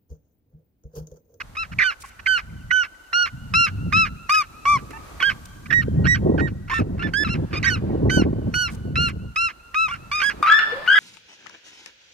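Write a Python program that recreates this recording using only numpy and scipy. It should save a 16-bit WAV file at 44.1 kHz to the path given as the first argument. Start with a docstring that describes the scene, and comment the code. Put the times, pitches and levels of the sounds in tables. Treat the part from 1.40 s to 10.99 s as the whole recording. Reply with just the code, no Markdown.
"""Large ground birds cluck and yelp in a windy pasture: each note is a clear arched stack of harmonics
that cracks into a rasp at both ends, where the vocal membranes flap chaotically. Far trees return the
notes, and gusts buffet a two-port microphone over a faint murmur, dry rustles and hiss.
Near the end the scene changes to a closer bird among palms, with more echo, a far dove and no wind."""
import sys
import numpy as np
from scipy import signal
from scipy.fft import rfft, irfft, next_fast_len
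from scipy.io import wavfile
from scipy.ndimage import uniform_filter1d, map_coordinates

SR = 44100
rng = np.random.default_rng(int(sys.argv[2]) if len(sys.argv) > 2 else 0)


def file_out(sig):
    """Save sig as 16-bit WAV at sys.argv[1]."""
    # one column per channel
    cols = np.atleast_2d(sig).T
    # limit, then scale
    lim = np.clip(cols, -1, 1)
    pcm = np.round(lim * 32767).astype(np.int16)
    wavfile.write(sys.argv[1], SR, pcm)


N = 422919

# Background strength over time: time_s, murmur_relative_db, hiss_db
BACKGROUND = [(0.0, -59, -62), (0.6, -62.5, -61.5), (1.49, -64, -62), (2.3, -60.5, -59.5),
              (2.72, -64, -60.5), (3.47, -58.5, -56.5), (3.7, -51.5, -54.5), (4.28, -62, -58),
              (4.32, -62, -61), (5.4, -66, -66), (6.2, -55.5, -62.5), (6.89, -63.5, -66), (7.32, -55, -61),
              (7.55, -69, -66), (8.25, -64.5, -63.5), (8.9, -55, -59), (9.32, -42, -58),
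              (9.59, -47.5, -57.5)]
# Breaks of the voice: start_s, length_s, first_hz, settled_hz, level_db, octave_db, throb_depth
VOICE_BREAKS = [(.386, .054, 2790, 2015, -13.5, -26, 0.82), (0.637, 0.016, 1150, 1050, -35, -23, 0.73),
                (0.86, 0.014, 2545, 1953, -14.5, -27, 0.5), (1.307, 0.012, 2270, 1810, -13.5, -27.5, 0.2),
                (4.304, 0.015, 1890, 1660, -16.5, -20.5, 0.4), (4.323, 0.017, 1696, 1750, -24, -20, 0),
                (4.416, 0.022, 1424, 1440, -33, -6, 0.2), (4.642, 0.023, 1425, 1404, -28.5, -9, 0.16),
                (4.651, 0.024, 1380, 1616, -20, -15, 0.73), (4.746, 0.016, 1650, 1584, -22.5, -9.5, 0.12),
                (4.978, 0.033, 1650, 1475, -24, -20, 0), (5.071, 0.019, 1560, 1530, -33.5, -15, 0.3),
                (6.228, 0.02, 2880, 1853, -21.5, -12, .6), (6.696, 0.0096, 2180, 1776, -18.5, -17.5, 0.6),
                (9.188, 0.0077, 1406, 1418, -11.5, -12, 0)]


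def amp(db):
    """Amplitude ratio of a level in decibels."""
    return 10 ** (np.asarray(db) / 20)


def unit(x):
    """Normalisation to an rms of 1."""
    return x / np.sqrt(np.mean(x ** 2) + 1e-20)


def along(points, hz):
    """Interpolation of a table's columns on a logarithmic frequency axis."""
    knots_hz, *columns = np.transpose(points)
    return np.squeeze([np.interp(np.log(hz + 1), np.log(knots_hz + 1), c) for c in columns])


def curves(rows):
    """Linear interpolation of a table's columns over time, one value per sample."""
    times, *columns = np.transpose(rows)
    return [np.interp(np.arange(N) / SR, times, c) for c in columns]


def wobble(rate):
    """Smooth random modulation: a spline through rate knots a second."""
    return map_coordinates(rng.standard_normal(int(N * rate / SR) + 4), [np.arange(N) * rate / SR])


def filtered(x, response):
    """Linear filtering: the spectrum times a complex frequency response."""
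    size = next_fast_len(N + SR // 2)
    return irfft(rfft(x, size) * response(np.fft.rfftfreq(size, 1 / SR)), size)[..., :N]


def noise(spectrum, channels=1):
    """Spectral shaping of white noise, at an rms of 1."""
    return unit(filtered(rng.standard_normal((channels, N)), lambda hz: amp(along(spectrum, hz))))


def ports(balance_db, lead_rad):
    """Level and phase differences between two ports, at constant total power."""
    left = amp(balance_db) * np.sqrt(2 / (1 + amp(2 * balance_db)))
    right = left / amp(balance_db)
    return np.array([left * np.exp(.5j * lead_rad), right * np.exp(-.5j * lead_rad)])


def bursts(rows):
    """Envelope of transients: quick rise, hold, short fall."""
    out = np.zeros(N)
    for start, db, length in rows:
        t = np.arange(round((length + .01) * SR)) / SR
        edge = np.clip(np.minimum(t / 0.0042, (length - t) / 0.0054 + 1), 0, 1)
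        out[round(start * SR):][:len(t)] += amp(db) * edge
    return out


def wind():
    """Turbulent pressure: eddies buffet the ports and flap brightly over a gentler, deep rumble."""
    # Wind strength: time_s, buffet_db, brightness_db
    strength = [(0.0, -65.5, -12), (0.38, -37, -26.5), (0.48, -68.5, -5.5), (1.26, -43.5, -23.5),
                (1.61, -74.5, 13.5), (1.98, -43.5, -25), (2.44, -26, -15.5), (2.79, -41, -15.5),
                (3.21, -55.5, 1.5), (3.29, -37, -12.5), (3.54, -51, 2.5), (4.12, -40.5, -14),
                (4.6, -21.5, -15.5), (4.72, -30, -17.5), (4.8, -24.5, -13), (4.87, -22.5, -2),
                (5.3, -37.5, -14.5), (5.43, -26, -6.5), (5.53, -32, -7.5), (5.68, -22.5, -1),
                (5.75, -30.5, -8.5), (6.4, -20, -10), (6.45, -22.5, -1), (7.08, -21, -6),
                (7.23, -34.5, -11), (7.61, -27, -11.5), (7.86, -33, -13), (8.16, -65, 2),
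                (8.51, -46.5, -13.5), (9.02, -52, 11.5)]
    # Gusts and lulls: start_s, length_s, buffet_change_db, brightness_change_db
    gusts = [(1.079, 0.091, 6.5, 5.5), (1.923, .06, 9, -1.5), (2.107, .11, 4, 0.5), (2.232, 0.04, -7.5, 12),
             (3.332, 0.057, 7.5, -0.5), (4.306, 0.04, 5, 5.5), (4.533, 0.14, 1.5, 4.5),
             (4.849, 0.22, 0.5, 6.5), (5.392, 0.034, 7.5, 7.5), (5.642, .06, 5, 2.5),
             (5.779, .07, -3.5, 11.5), (5.866, 0.046, 7.5, -5.5), (5.94, 0.055, 3, 2),
             (6.058, .05, -12.5, -2.5), (6.124, .07, -0.5, 6), (7.037, .05, 2, 1), (7.565, 0.075, -1, 1.5),
             (7.92, 0.059, -8, -5)]
    # Turbulence spectra, deep to bright: frequency_hz, relative_density_db
    rumble_spectrum = [(12, -26.5), (25, -0.5), (55, 8.5), (90, 2), (160, -40.5), (600, -120)]
    buffet_spectrum = [(40, -48), (65, -0.5), (100, 2), (200, -3), (300, -15), (500, -72.5), (1500, -120)]
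    flap_spectrum = [(120, -32.5), (200, -7), (313, -2.5), (362, -5.5), (426, -9), (1100, -31),
                     (1430, -60.5), (2420, -120)]
    # Single strong eddies: centre_s, frequency_hz, peak_db
    thumps = [(4.34, 250, -24), (4.484, 400, -14), (5.41, 330, -16), (5.47, 300, -24)]
    # Wind at the ports: frequency_hz, left_minus_right_db, left_lead_rad
    port_differences = [(30, 0, .4), (90, -.3, .6), (180, -.6, 1.0), (350, -1.5, 1.5), (700, -2.3, 1.75)]
    t = np.arange(N) / SR
    buffet_db, bright_db = curves(strength)
    buffet_db += 3 * wobble(7.9)  # quick swings in strength
    for start, length, gust_db, sharp_db in gusts:
        shape = np.clip(np.minimum(t - start, start + length - t) / 0.013 + .5, 0, 1)
        buffet_db += gust_db * shape
        bright_db += sharp_db * shape
    eddies = wobble(25)
    rumble_db = 0.51 * uniform_filter1d(buffet_db, size=4000) - 23.5 + 1.6 * eddies
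    rumble = amp(rumble_db) * noise(rumble_spectrum, channels=2)
    buffet = amp(buffet_db) * unit(amp(2.13 * eddies) * noise(buffet_spectrum, channels=2))
    spikes = amp(1.9 * eddies + 3.96 * wobble(90))
    flap = amp(buffet_db + bright_db) * unit(spikes * noise(flap_spectrum, channels=2))
    common, opposed = rumble + buffet + flap
    lag = np.arange(-400, 400) / SR
    for centre, hz, db in thumps:
        pulse = np.exp(-(lag * hz * 1.2) ** 2) * np.cos(2 * np.pi * hz * lag)
        common[round((centre + lag[0]) * SR):][:len(lag)] += amp(db) * pulse
    return filtered(common, lambda hz: ports(*along(port_differences, hz))) + 0.05 * opposed * [[1], [-1]]


def field_murmur():
    """Incoherent sources: far leaves and field sounds merge into a wavering noise."""
    # Murmur spectrum: frequency_hz, relative_density_db
    spectrum = [(250, -5.5), (500, -1.5), (1200, 0), (2500, -11), (5000, -17.5), (7000, -81), (12000, -120)]
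    murmur_db, _ = curves(BACKGROUND)
    return amp(murmur_db + 6.0 + 0.39 * wobble(16)) * noise(spectrum, channels=2)


def microphone_hiss():
    """Self-noise of the microphone, independent in each channel."""
    # Hiss spectrum: frequency_hz, relative_density_db
    spectrum = [(2350, -11.5), (4000, -1.5), (5310, -2), (5830, 1), (9830, -4.5), (15200, -8), (16000, -32)]
    _, hiss_db = curves(BACKGROUND)
    return amp(hiss_db) * noise(spectrum, channels=2)


def rasp(note_rasp_db):
    """Chaotic oscillation: in clucks, notes and squawks the membranes' rate lurches every few cycles."""
    # Short rasping clucks: start_s, level_db, length_s
    clucks = [(.001, -28.5, 0.018), (.15, -36.5, 0.012), (.316, -37.5, 0.021), (.638, -53, 0.082),
              (.79, -37, 0.013), (3.504, -42, 0.013), (4.255, -37.5, 0.013), (5.277, -39.5, 0.011),
              (5.578, -45, 0.0077), (5.95, -44, 0.0095), (6.107, -46, 0.018), (6.235, -35.5, 0.055),
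              (8.8, -19, 0.0042), (9.46, -28, 0.011)]
    # Throat response: frequency_hz, gain_db
    throat = [(600, -13.5), (950, -11.5), (1400, 3), (2200, 1.5), (2900, -4.5), (3500, -18.5),
              (5000, -15.5), (8000, -35.5), (14000, -34.5)]
    phase = 2 * np.pi * np.cumsum(1250 * np.exp(.17 * wobble(380))) / SR
    flaps = amp(0.31 * wobble(380)) * sum(np.sin(k * phase + k * k) for k in range(1, 7))
    creak = unit(filtered(flaps, lambda hz: amp(along(throat, hz))))
    breath = unit(amp(0.34 * wobble(390)) * noise(throat)[0])
    screech = bursts([(start, db - 13, length) for start, length, _, _, db, _, _ in VOICE_BREAKS])
    return (amp(note_rasp_db) + bursts(clucks) + screech) * unit(creak + .9 * breath)


def note(start, length, first_hz, top_hz, last_hz, top_at, db, onset_db, close_db, *rasp_levels):
    """Frequency and amplitude modulation of one yelp: times, pitch arch, voice level and rasp level."""
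    attack_s, release_s, tail_s, sag_hz_per_s = .002, .006, .031, 3700
    half, end = length / 2, length + release_s + tail_s
    t = np.arange(-attack_s, min(end, N / SR - start - 1 / SR), 1 / SR)
    progress, top_at = np.clip(t / length, 0, 1), np.clip(top_at, .03, .97)
    rise = np.clip(1 - progress / top_at, 0, 1)
    fall = np.clip((progress - top_at) / (1 - top_at), 0, 1)
    pitch = top_hz - (top_hz - first_hz) * rise ** 2.42 - (top_hz - last_hz) * fall ** 2.8
    pitch -= sag_hz_per_s * np.clip(t - length, 0, None)
    voice_times = [-attack_s, 0, min(0.023, half), length, length + release_s, end]
    envelope_db = np.interp(t, voice_times, [onset_db - 34, onset_db, 0, 0, -30, -70])
    level_db = db + close_db * fall ** 3.2 + envelope_db
    first, middle, last = rasp_levels
    # The rasp outlasts the voice.
    rasp_times = [-attack_s, 0, min(0.025, half), length - min(.01, half), length, length + 0.017, end]
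    rasp_db = np.interp(t, rasp_times, [first - 34, first, middle, middle, last, last - 3, last - 22])
    return start + t, pitch, level_db, rasp_db


def voice():
    """Source and filter: windpipe and bill shape a harmonic series. Returns it and the rasp's level."""
    # Yelps: start_s, length_s, first_hz, top_hz, last_hz, top_at_fraction, level_db, onset_relative_db,
    # close_relative_db, rasp_onset_db, rasp_middle_db, rasp_close_db, overtones_relative_db,
    # slope_db_per_harmonic, third_harmonic_offset_db, fourth_harmonic_offset_db
    yelps = [ (0.169, 0.066, 1228, 1343, 1267, 0.74, -26.5, -0.5, 1.5, -41, -55, -35, 2, -4, 2, 0.5),
             (0.419, 0.047, 1198, 1186, 1208, 0.96, -32.5, 5, -9, -50, -56, -38.5, 9, -3, 6, 6),
             (.438, 0.072, 1585, 1529, 1324, 0.064, -17, -5.5, -11, -39, -43.5, -29, -1, -4, 1.5, -1),
             (.87, 0.11, 1572, 1533, 1350, 0.23, -15.5, -3, -9.5, -54, -50, -24.5, 1, -4, -1, -5.5),
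             (1.313, .123, 1474, 1512, 1378, 0.36, -15.5, -2, -9, -54.5, -54.5, -27.5, -2, -5, -15.5, 5),
             (1.731, 0.13, 1358, 1449, 1350, .55, -16.5, -5.5, -10, -22.5, -65.5, -25.5, -1, -4.5, 4, 7),
             (2.139, 0.13, 1269, 1387, 1277, .55, -15, -1.5, -10.5, -20.5, -53, -24, 2, -3.5, -0.5, 5),
             (2.526, 0.13, 1199, 1327, 1206, .55, -15, -3, -11, -20, -45, -26.5, 1.5, -4, 0, 2.5),
             (2.895, 0.13, 1131, 1271, 1120, .45, -15.5, -0.5, -9, -19.5, -39.5, -36.5, -5, -2, -4, 5.5),
             (3.255, .12, 1102, 1174, 1010, 0.48, -14, -5.5, -10.5, -24, -55, -37, -6, -2.5, -8, -6),
             (3.533, 0.042, 846, 893, 912, 0.4, -41, 3.5, 6, -60, -64.5, -53, 6, -9.5, 0, -4),
             (3.803, 0.022, 1097, 1120, 1023, 0.62, -25, -23, -1.5, -20.5, -30, -27.5, 14, -10, 13.5, -10),
             (3.827, 0.074, 1485, 1619, 1510, 0.6, -16, 1.5, -1, -16.5, -46, -24, 6, -7, -5.5, -6.5),
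             (4.328, .088, 1847, 1903, 1815, .45, -14, 0.5, -8, -22.5, -62, -39.5, -18, -4, 2.5, 5.5),
             (4.669, 0.089, 1818, 1930, 1875, 0.53, -14.5, -8.5, -10, -30, -51.5, -33.5, -12.5, -4.5, 9.5, 10.5),
             (4.998, 0.084, 1813, 1884, 1800, 0.51, -27.5, 0, -5, -33, -58, -45.5, -13, -6, -5, 12),
             (5.298, 0.037, 860, 1072, 1090, 0.71, -27, -6, 8.5, -25, -32, -32.5, -10, -7.5, 8, -4),
             (5.313, 0.076, 1733, 1818, 1783, 0.5, -24, -2.5, -0.5, -26.5, -40, -42, -6.5, -3.5, -6.5, 5),
             (5.338, 0.064, 1315, 1343, 1245, 0.74, -27, 0.5, 0, -36.5, -36.5, -37, -5.5, -1.5, -5.5, -2.5),
             (5.594, 0.032, 1312, 1396, 1467, .9, -32, -0.5, 12, -36.5, -42, -33.5, 1.5, -6.5, -7.5, -5),
             (5.63, 0.043, 1725, 1760, 1737, 0.17, -25, -1.5, -5, -35.5, -46.5, -37, 1.5, -9.5, -5.5, -8),
             (5.737, 0.1, 1530, 1740, 1675, 1, -19.5, -1, -0.5, -28, -61.5, -36.5, -3.5, -3.5, 4.5, -1.5),
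             (5.848, 0.029, 1398, 1335, 1204, .1, -28, 4.5, -2.5, -45.5, -48.5, -31.5, -4.5, -3, 7, 1),
             (5.888, 0.056, 1274, 1386, 1320, 0.6, -29.5, -2.5, 1.5, -31, -58, -36, 6.5, -3.5, -0.5, 4),
             (6.13, .022, 1200, 1218, 1110, .1, -32.5, -6, -4, -29.5, -31, -31, 5, -2.5, 3, 9),
             (6.156, .032, 1210, 1228, 1227, 0.55, -30, -1.5, -2, -35, -39.5, -41.5, 10, -3.5, 1.5, 9),
             (6.242, 0.019, 1500, 1590, 1605, 1, -20, -3, 0, -34.5, -31.5, -40, -1, -4, 12, 10),
             (6.263, 0.039, 1904, 1902, 1760, 0.21, -13.5, -3.5, -7, -32.5, -39, -38, -9.5, -4.5, 6.5, 6),
             (6.3, 0.061, 1590, 1493, 1252, 0.056, -22.5, -1.5, -11.5, -51, -51.5, -35, 1.5, -3, 4, 3.5),
             (6.701, 0.12, 1486, 1536, 1330, .25, -21.5, -1.5, -14, -51, -51.5, -33.5, 3, -2.5, 0.5, 4.5),
             (7.141, 0.14, 1430, 1480, 1313, .3, -20, -3.5, -12, -23, -63.5, -31.5, -0.5, -2, 3.5, 5),
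             (7.557, 0.13, 1282, 1413, 1330, 0.55, -20, -5, -7.5, -23, -51, -29, 4, -4.5, 4, -1),
             (7.96, 0.13, 1250, 1375, 1232, 0.65, -20, 0, -11.5, -20.5, -61.5, -31, 1.5, -3, -3, 1),
             (8.345, 0.14, 1203, 1321, 1130, .6, -18, -9, -24, -21, -58, -35.5, -1.5, -3.5, -0.5, -7.5),
             (8.483, 0.03, 967, 1158, 1180, 1, -31.5, 1.5, 6.5, -30, -43, -37, -1, -2.5, 0.5, -25),
             (8.511, 0.032, 1405, 1400, 1380, 0.39, -27, -3.5, 0, -41, -46, -35, -6, -2.5, -22, -9),
             (8.716, 0.13, 1128, 1232, 1070, 0.48, -23.5, 0, -9.5, -28, -42.5, -34.5, 3.5, -3, -1, 6),
             (8.818, 0.081, 1510, 1673, 1640, .65, -17.5, -4.5, -0.5, -16.5, -44, -26, -1, -3, -2, -1),
             (9.028, 0.019, 1186, 1210, 1177, 0.09, -16.5, 9, -11, -31, -27.5, -31, -18, -1, 7.5, 4),
             (9.06, .041, 1172, 1318, 1325, .9, -11, -14, 0, -25.5, -21.5, -40, -8, -9.5, 10.5, 0),
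             (9.099, 0.099, 1598, 1764, 1750, .8, -11.5, 0.5, 2, -40, -50.5, -31.5, 2, -7.5, -7, -3),
             (9.477, .108, 1441, 1667, 1508, 0.93, -11, -2, -1.5, -30.5, -39, -23, 4, -7, -9, -6.5), ]
    # Throbs at a fraction of the pitch: start_s, end_s, pitch_divisor, sideband_db
    subharmonics = [(1.352, 1.405, 2, -37), (2.557, 2.592, 3, -31.5), (2.934, 2.965, 3, -19),
                    (3.834, 3.912, 3, -38), (5.333, 5.374, 2, -20.5), (6.252, 6.293, 6, -11.5),
                    (6.696, 6.773, 2, -33.5), (7.64, 7.688, 2, -52), (9.094, 9.175, 42, -15.5),
                    (9.483, 9.57, 22, -13), (9.546, 9.587, 5, -9.5)]
    # Resonances of windpipe and open bill: frequency_hz, gain_db
    tract = [(900, -0.5), (1500, 2), (1900, -0.5), (2300, 0), (2750, 3), (3100, -6), (3650, -9),
             (4200, -3.5), (4600, -10), (5300, -4.5), (6000, -9.5), (6700, -15), (8500, -14.5),
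             (11000, -17.5), (15000, -20)]
    out, rasp_db = np.zeros(N), np.full(N, -90.)
    tremor = wobble(120)
    for start, length, *contour, overtones_db, slope_db, third_db, fourth_db in yelps:
        t, pitch, level_db, note_rasp_db = note(start, length, *contour)
        span = slice(round(t[0] * SR), round(t[0] * SR) + len(t))
        pitch = uniform_filter1d(pitch, size=500)
        phase = 2 * np.pi * np.cumsum(pitch * (1 + 0.003 * tremor[span])) / SR
        throb = np.ones(len(t))
        for begin, end, divisor, sideband_db in subharmonics:
            depth = 2 * amp(sideband_db) * np.clip(np.minimum(t - begin, end - t) / 0.0096, 0, 1)
            throb *= 1 + depth * np.cos(phase / divisor)
            if divisor < 4:  # neighbouring cycles differ in timing as well as size
                phase += depth * np.sin(phase / divisor)
        harmonics = min(12, int(SR / 2 / pitch.max()))
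        offset_db = overtones_db + np.r_[-overtones_db, 0, third_db, fourth_db, np.zeros(harmonics)]
        dulling_db = 400 * np.clip(t - start - length, 0, None)  # overtones die first after the close
        tilt_db = slope_db - dulling_db + 0.48 * tremor[span]
        stack = sum(amp(along(tract, (k + 1) * pitch) + offset_db[k] + k * tilt_db)
                    * np.sin((k + 1) * phase + k * k * 0.75) for k in range(harmonics))
        out[span] += amp(level_db) * throb * unit(stack)
        rasp_db[span] = np.maximum(rasp_db[span], note_rasp_db)
    return out, rasp_db


def scatter(x, t60_s, build_s, colour):
    """Diffuse reverberation: clumped returns from trees and grass, uncorrelated at the two ports."""
    t = np.arange(SR) / SR
    decay = amp(-60 * t / t60_s + 5 * wobble(30)[:SR])
    tail = rng.standard_normal((2, SR)) * decay * np.clip(t / build_s, 0, 1)
    returns = signal.fftconvolve(x[None], tail / np.linalg.norm(tail[0]), axes=1)[:, :N]
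    return filtered(returns, colour)


def pasture(calls):
    """Multipath propagation: the direct sound, echoes from far tree lines and a faint diffuse tail."""
    # Direct path: frequency_hz, left_minus_right_db, left_lead_rad
    port_differences = [(1015, 0.5, 1.5), (1309, 5, -2.5), (1490, -10, -1.5), (1760, -23, 1),
                        (1962, -5, -5), (2500, -2, -6), (3130, -3, -5.5), (4090, 2.5, -5), (5803, -11, -15),
                        (5935, -4, -5), (8970, -2.5, -4.5)]
    # Tree-line reflections: delay_s, relative_db
    tree_lines = [(.235, -28), (.33, -37)]
    # Colour of the echoes and of the diffuse tail: frequency_hz, gain_db
    echo_colour = [(900, -9), (1400, -18.5), (1800, -15.5), (2700, -5.5), (4000, -18), (8000, -34)]
    tail_colour = [(900, -6.5), (1400, 3), (1900, -9.5), (2700, -4.5), (4000, -2), (8000, -37)]

    def paths(hz):
        echoes = sum(amp(db) * np.exp(-2j * np.pi * hz * delay) for delay, db in tree_lines)
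        return 0.94 * ports(*along(port_differences, hz)) + amp(along(echo_colour, hz)) * echoes

    tail = scatter(calls, t60_s=6.0, build_s=.06, colour=lambda hz: amp(along(tail_colour, hz)))
    return filtered(calls, paths) + amp(-27.5) * tail


def squawks():
    """Amplitude modulation: the breaking voice chops three harmonics about 290 times a second."""
    out = np.zeros(N)
    chop_phase = 2 * np.pi * np.cumsum(290 + 70 * wobble(90)) / SR
    drift = 1 + 0.047 * wobble(250)
    for start, length, first_hz, settled_hz, db, octave_db, throb in VOICE_BREAKS:
        span = slice(round(start * SR), round((start + length) * SR))
        t = np.arange(span.stop - span.start) / SR
        pitch = settled_hz + (first_hz - settled_hz) * np.exp(-t / 0.004)
        phase = 2 * np.pi * np.cumsum(pitch * drift[span]) / SR
        tone = np.sin(phase) + amp(octave_db) * (np.sin(2 * phase) + .5 * np.sin(3 * phase))
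        edge = np.clip(np.minimum(t, length - t) / 0.0021, 0, 1)
        out[span] += amp(db) * edge * (1 + throb * np.cos(chop_phase[span])) * tone
    return out


def grass_rustle():
    """Broadband transients: dry grass nearby gives off flickering bursts of bright noise."""
    # Rustles and ticks: start_s, level_db, length_s
    rustles = [(.6, -47.5, .03), (.64, -53, .055), (3.504, -50, 0.0058), (4.053, -36, 0.004),
               (7.3, -51, 0.056), (7.6, -50, 0.099)]
    # Grass spectrum: frequency_hz, relative_density_db
    spectrum = [(800, -18), (2000, -11.5), (5000, -4), (9000, -3.5), (15000, -18)]
    return bursts(rustles) * amp(3 * wobble(200)) * noise(spectrum, channels=2)


def palm_grove(calls):
    """Double-slope decay: the direct sound, strong early scatter from palms and a weaker, longer tail."""
    # Direct path: frequency_hz, left_minus_right_db, left_lead_rad
    port_differences = [(1200, 2.1, 0.15), (1600, 7.4, 0.026), (3200, 3.8, 0.23), (5000, 2.9, 1.4)]
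    direct = filtered(calls, lambda hz: 0.73 * ports(*along(port_differences, hz)))
    early = scatter(calls, t60_s=0.27, build_s=0.0029, colour=lambda hz: 1 / (1 + 1j * hz / 4500) ** 2)
    late = scatter(calls, t60_s=1.5, build_s=.05, colour=lambda hz: 1 / (1 + 1j * hz / 6000))
    return direct + amp(-2) * early + amp(-10.5) * late


def grove_rumble():
    """Band-limited noise: a faint, steady rumble strongest near 75 Hz."""
    return amp(-59.5) * noise([(40, -27.0), (75, 13), (130, -5), (300, -11), (1500, -120)])


def dove():
    """A modulated pure tone: one soft, far coo that wavers in pitch and level."""
    # Contour of the coo: time_s, pitch_hz, relative_db
    coo = [(9.28, 436, -50), (9.296, 425, -58), (9.346, 494, -34.5), (9.354, 561, -34), (9.421, 535, -42)]
    pitch, db = curves(coo)
    t = np.arange(N) / SR
    edge = np.clip(np.minimum(t - coo[0][0], coo[-1][0] - t) / 0.016, 0, 1)
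    envelope = amp(db + 5 + 5.8 * wobble(60)) * edge
    phase = 2 * np.pi * np.cumsum(pitch * (1 + 0.046 * wobble(90))) / SR
    return envelope * np.sin(phase)


def scene():
    """Superposition: birds in the windy pasture, then in the palm grove, over a faint background."""
    clear, rasp_db = voice()
    calls = clear + rasp(rasp_db) + squawks()
    in_pasture = np.arange(N) < round(9.027 * SR)
    field = pasture(calls * in_pasture) + wind()
    grove = palm_grove(calls * ~in_pasture) + dove() + grove_rumble()
    return np.where(in_pasture, field, grove) + field_murmur() + grass_rustle() + microphone_hiss()


def record(dry):
    """Soft saturation rounds the peaks; a band limit removes the highest treble."""
    ceiling, band_limit_hz = .85, 15900
    soft = dry / (1 + np.abs(dry / ceiling) ** 6) ** (1 / 6)
    return filtered(soft, lambda hz: hz < band_limit_hz)


dry = scene()
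out = record(dry)
file_out(out)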